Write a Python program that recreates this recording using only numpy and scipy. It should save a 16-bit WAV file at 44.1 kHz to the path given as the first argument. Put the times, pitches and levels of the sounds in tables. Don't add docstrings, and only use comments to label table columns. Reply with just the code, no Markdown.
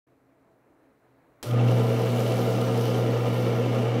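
import sys
import numpy as np
from scipy import signal
from scipy.fft import rfft, irfft, next_fast_len
from scipy.io import wavfile
from scipy.ndimage import uniform_filter1d, map_coordinates

SR = 44100
rng = np.random.default_rng(int(sys.argv[2]) if len(sys.argv) > 2 else 0)


def materialize(psi):
    bounded = np.clip(np.atleast_2d(psi).T, -1, 1)
    quanta = np.round(bounded * 32767).astype(np.int16)
    wavfile.write(sys.argv[1], SR, quanta)


def volts_from_db(level):
    exponent = np.asarray(level, float) / 20
    return 10 ** exponent


N = 176400

# frequency in Hz, level in dB per Hz.
AIR_COLOUR = [(25, -21), (55, -9), (205, -6), (555, -5), (1500, -14), (2300, -20.5), (3200, -33),
              (5000, -40)]
# frequency in Hz, width in Hz, lift in dB.
AIR_RESONANCES = [(125.2, 7.2, 15), (192, 14, -6), (271, 17, 14), (303, 12, 6.5), (336, 14, 7.5),
                  (437, 24, 5.5), (512, 30, 3.5), (664, 18, 6), (4070, 540, 7)]
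# frequency in Hz, level in dB.
WALL_COLOUR = [(100, -2), (3000, 1), (8000, -6), (15700, -6)]
# frequency in Hz, level in dB per Hz.
RELAY_COLOUR = [(120, -25), (200, -28), (577, 0), (1050, -1.5), (1340, -10.5), (2870, -7), (9420, -13),
                (15700, -21)]
# centre in seconds, half length in seconds, pitch in Hz, level
# in dB.
RINGING_SWELLS = [
    (1.517, 0.078, 1222, -44),
    (1.505, 0.043, 1392, -47),
    (1.504, 0.052, 590, -38),
    (1.74, 0.067, 452, -30),
    (2.56, 0.16, 327, -38.5),
    (2.48, 0.19, 200, -39),
    (3.1, 0.12, 327, -42),
    (3.45, .15, 180, -42),
    (4.2, 0.15, 1004, -49),
]
# time in seconds, level in dB.
PULL_LEVEL = [
    (1.43, -89),
    (1.47, -33.5),
    (1.53, -22),
    (1.67, -19.5),
    (1.93, -25.5),
    (2.71, -27),
    (2.75, -26),
    (3.97, -26),
    (4.0, -26.5),
]
# time in seconds, level in dB.
LOAD_LEVEL = [
    (1.43, -44.5),
    (1.5, -36.5),
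    (1.57, -30),
    (1.7, -29),
    (1.78, -29.5),
    (2.0, -29),
    (3.0, -29.5),
    (4.0, -29),
]
# multiple of the turn rate, level in dB under the load, phase in radians.
WHINE_ORDERS = [(18, -16, 0), (20, -22, 1), (23, -16, 2.15), (24, -11.5, 1.23), (32, -22, .3), (52, -19, 0)]
# share of a turn, level in dB.
PROUD_TEETH = [(.025, -4), (.215, 0), (.322, 0), (.507, 0), (.62, 2.5), (.842, 1)]
# frequency in Hz, level in dB.
THUMP_COLOUR = [(150, -13), (300, -12.5), (480, 1), (700, -2.5), (1200, -18), (4000, -42)]
# frequency in Hz, level in dB.
TOOTH_COLOUR = [(300, -6), (520, -9), (800, 0), (1400, -1), (2200, 5.5), (2700, 3), (3100, 8), (9000, -5)]
# frequency in Hz, level in dB per Hz.
BODY_COLOUR = [(25, -45.5), (110, -17.5), (170, -12.5), (260, -6.5), (480, -7), (935, -20.5), (2950, -32),
               (8000, -46.5), (15700, -63.5)]
# frequency in Hz, width in Hz, lift in dB.
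CASING_RESONANCES = [(67, 10, 9), (184, 10, 10), (204, 10, 7), (218, 14, -3), (260, 10, -3), (458, 36, 6),
                     (500, 44, 3.5), (533, 14, 5), (553, 14, -7), (578, 20, 4), (655, 16, 6), (700, 25, -5),
                     (737, 16, 5), (778, 16, 5), (850, 70, 4)]
# frequency in Hz, width in Hz, lift in dB.
SHAFT_RESONANCES = [(1004, 25, 6), (1145, 18, 5), (1222, 32, 8), (1341, 26, 10), (1392, 24, 9),
                    (1470, 60, -2), (2125, 30, 4), (2213, 27, 4), (2330, 160, 5), (2520, 150, -2),
                    (2720, 80, 4), (2970, 340, 7), (3520, 120, 3), (5890, 300, 6)]
# time in seconds, level in dB.
CUT_LEVEL = [(1.5, -54), (1.57, -63), (1.71, -52), (2.27, -48.5), (2.7, -50), (2.82, -48.5), (3.02, -52),
             (3.51, -52), (3.67, -57), (3.8, -53), (3.9, -61), (4.0, -63)]
# frequency in Hz, level in dB per Hz.
TEAR_COLOUR = [(1500, -23), (3500, 10), (6000, 6.5), (7500, -0.5), (10500, 1), (13000, 2.5), (15700, -1.5)]
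# time in seconds, peak in dB.
FOLD_TICKS = [(1.5101, -38), (1.715, -35), (1.797, -37), (1.9456, -38), (2.019, -33), (2.104, -36),
              (2.16, -37), (2.204, -31), (2.2782, -34), (2.322, -32), (2.3417, -37), (2.5293, -36),
              (2.5586, -44), (2.615, -31.5), (2.7766, -35), (2.8105, -33.5), (2.9454, -36), (3.1074, -38),
              (3.2871, -37), (3.746, -43), (3.7894, -41), (3.8222, -38)]
# frequency in Hz, level in dB per Hz.
FOLD_COLOUR = [(1500, -18), (3500, 10.5), (6000, 3.5), (9000, 4), (12000, -3), (15700, -11)]
# time in seconds, peak in dB, pitch in Hz.
SHEET_SNAPS = [(1.512, -34, 3200), (1.5347, -40, 2580), (1.594, -31, 2680), (1.6225, -38, 2740),
               (1.6832, -29.5, 2760), (1.7761, -43, 2840), (1.7966, -35, 2740), (2.078, -33, 2800),
               (2.264, -29, 2940), (2.3174, -33, 2740), (2.5798, -38, 2700), (2.6157, -48, 2880),
               (2.6367, -40, 2880), (2.697, -39, 2860), (2.713, -34, 2770), (2.7499, -37, 2900),
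               (2.8078, -46, 3160), (2.8392, -32.5, 2950), (2.861, -33, 3000), (2.9095, -39, 2720),
               (2.945, -35, 3150), (3.0248, -43, 2950), (3.146, -46, 2920), (3.167, -38, 2700),
               (3.2666, -44, 2900), (3.4468, -35, 2790), (3.4922, -39, 2640), (3.6109, -38, 2730),
               (3.639, -31, 2680), (3.7476, -35, 2720), (3.785, -36, 2710), (3.825, -34, 2760),
               (3.9676, -48, 2800)]
# frequency in Hz, level in dB.
SNAP_COLOUR = [(1200, 5), (2500, 9.5), (6000, 9), (9000, -29), (15000, -20)]

START_S = 1.4278
TURN_HZ = 10.242


def unit(x):
    return x / np.sqrt(np.mean(x ** 2) + 1e-20)


def clock():
    return np.arange(N) / SR


def running():
    return clock() > START_S


def noise():
    return rng.standard_normal(N)


def curve(rows):
    return np.interp(clock(), *np.transpose(rows))


def wobble(rate):
    knots = rng.standard_normal(int(N * rate / SR) + 4)
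    return map_coordinates(knots, [clock() * rate])


def fade(start, t60):
    t = clock() - start
    return (t >= 0) * volts_from_db(-60 * np.abs(t) / t60)


def coloured(x, points, bumps=()):
    m = 2 * next_fast_len(N // 2 + 8192)
    hz = np.fft.rfftfreq(m, 1 / SR)
    f, level = np.transpose(points)
    db = np.interp(np.log(hz + 1), np.log(f + 1), level)
    for centre, width, lift in bumps:
        db = db + lift / (1 + (2 * (hz - centre) / width) ** 2)
    cepstrum = irfft(np.log(volts_from_db(db)), m)
    fold = np.r_[1, 2 * np.ones(m // 2 - 1), 1, np.zeros(m // 2 - 1)]
    response = np.exp(rfft(cepstrum * fold))
    return irfft(rfft(x, m) * response, m)[:N]


def patchy(x, depth_db):
    z = signal.stft(x, nperseg=256)[2]
    across = uniform_filter1d(rng.standard_normal(z.shape), 10, 0)
    field = uniform_filter1d(across, 30, 1)
    return signal.istft(z * volts_from_db(depth_db * unit(field)), nperseg=256)[1][:N]


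def air():
    level_db = -64.5 + 3 * np.minimum(clock(), START_S) + .4 * wobble(8.4)
    rumble = unit(patchy(coloured(noise(), AIR_COLOUR, AIR_RESONANCES), 1.1))
    return volts_from_db(level_db) * rumble + volts_from_db(-85) * noise()


def room(x):
    t = np.arange(SR // 2) / SR
    t60 = 0.87
    tail = rng.standard_normal(len(t)) * volts_from_db(-60 * t / t60) * (t > .004)
    return coloured(signal.fftconvolve(x, tail / np.linalg.norm(tail))[:N], WALL_COLOUR)


def relay():
    burst = unit(coloured(noise(), RELAY_COLOUR))
    snap = volts_from_db(-36) * fade(START_S, .04)
    rattle = volts_from_db(-39.5 + 1.2 * wobble(90)) * fade(START_S, .39)
    return burst * (snap + rattle)


def buzzes():
    t = clock()
    out = np.zeros(N)
    for centre, half, hz, db in RINGING_SWELLS:
        swell = volts_from_db(db + 4 * wobble(50)) * np.exp(-((t - centre) / half) ** 2)
        out += swell * np.cos(2 * np.pi * hz * t + .0012 * hz * wobble(60))
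    return out * running()


def hum():
    phase = 2 * np.pi * 120.03 * (clock() - 3)
    pull = volts_from_db(curve(PULL_LEVEL) + .4 * wobble(12)) * np.cos(phase + .6)
    octave = volts_from_db(curve(LOAD_LEVEL) - 8 + wobble(6.5)) * np.cos(2 * phase - 1.05)
    return np.sqrt(2) * (pull + octave) * running()


def wheel():
    spin_up_s, fast_hz, sag_hz_per_s = .05, .005, .022
    t = np.clip(clock() - START_S, 0, None)
    late = clock() - 3
    speed = (1 - np.exp(-t / spin_up_s)) * (1 + 1.5e-4 * wobble(9))
    steady = TURN_HZ * (START_S + spin_up_s + np.cumsum(speed) / SR)
    return fast_hz * late - sag_hz_per_s / 2 * late ** 2 + steady


def whine(turns):
    angle = 2 * np.pi * (turns - 3 * TURN_HZ)
    tones = np.zeros(N)
    for order, db, phase in WHINE_ORDERS:
        tones += volts_from_db(db + 2 * wobble(4)) * np.cos(order * angle + phase)
    return np.sqrt(2) * volts_from_db(curve(LOAD_LEVEL)) * tones * running()


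def blows(turns, share, db, slack_s):
    at = np.flatnonzero(np.diff(np.floor(turns - share)))
    luck = rng.standard_normal((400, 2))[:len(at)]
    late = np.round(slack_s * SR * luck[:, 0]).astype(int)
    out = np.zeros(N)
    out[np.clip(at + late, 0, N - 1)] = volts_from_db(db + 1.5 * luck[:, 1])
    return out


def gears(turns):
    thumps = unit(sum(blows(turns, share, db, .00015) for share, db in PROUD_TEETH))
    thumps = coloured(thumps, THUMP_COLOUR)

    oval = np.cos(2 * np.pi * turns - 2.37)
    clicks = unit(blows(8 * turns, 0, 0, .000025))
    knocks = coloured(volts_from_db(-13 + 2 * oval) * clicks, TOOTH_COLOUR)

    flank = rng.standard_normal(round(SR / TURN_HZ))
    flaws = flank[(turns % 1 * len(flank)).astype(int)]
    grind = volts_from_db(0.38 * wobble(25.05)) * noise()
    tight_db = -1.1 * np.cos(6 * np.pi * turns + 0.22) + 0.65 * oval
    rub = volts_from_db(tight_db) * (volts_from_db(-10) * flaws + grind)

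    drive = volts_from_db(-4) * thumps + knocks + rub
    ringing = unit(coloured(drive, BODY_COLOUR, CASING_RESONANCES + SHAFT_RESONANCES))
    return volts_from_db(curve(LOAD_LEVEL) + 0.93) * ringing * running()


def tearing():
    fibres_per_s, fibre_share = 800, .2
    hit = rng.random(N) < fibres_per_s / SR * volts_from_db(3 * wobble(40))
    strength = volts_from_db(3.5 * np.minimum(rng.exponential(size=N), 2))
    fibres = unit(hit * noise() * strength)
    hiss = volts_from_db(0.54 * wobble(17)) * noise()
    mix = np.sqrt(fibre_share) * fibres + np.sqrt(1 - fibre_share) * hiss
    return volts_from_db(curve(CUT_LEVEL) + 2) * unit(patchy(coloured(mix, TEAR_COLOUR), 1.5)) * running()


def folds():
    level = sum(volts_from_db(db - 5.5) * fade(start, .016) for start, db in FOLD_TICKS)
    return level * unit(coloured(noise(), FOLD_COLOUR))


def snaps():
    t = np.arange(SR // 20) / SR
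    out = np.zeros(N + len(t))
    for start, db, hz in SHEET_SNAPS:
        rough = 1 + .6 * rng.standard_normal(len(t))
        ring = np.sin(2 * np.pi * hz * t) * rough * volts_from_db(-60 * t / .03)
        out[round(start * SR):][:len(t)] += volts_from_db(db - 11) * ring
    return coloured(out[:N], SNAP_COLOUR)


def paper():
    return tearing() + folds() + snaps()


def scene():
    turns = wheel()
    near = relay() + buzzes() + gears(turns) + paper()
    echo = volts_from_db(-7) * room(near)
    return (air() + echo + hum() + whine(turns) + near)[None]


def top_cut(x):
    return signal.sosfilt(signal.butter(12, 15730, fs=SR, output="sos"), x)


def record(dry):
    open_s, fade_s, top_hz = 0.067, .005, 15730
    opened = dry * np.clip((clock() - open_s) / fade_s, 0, 1)
    held = np.pad(opened, ((0, 0), (0, N)), "reflect")
    passed = rfft(held) * (np.fft.rfftfreq(2 * N, 1 / SR) < top_hz)
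    mix = irfft(passed, 2 * N)[:, :N] * (clock() > open_s - .01)
    return top_cut(mix)


dry = scene()
out = record(dry)
materialize(out)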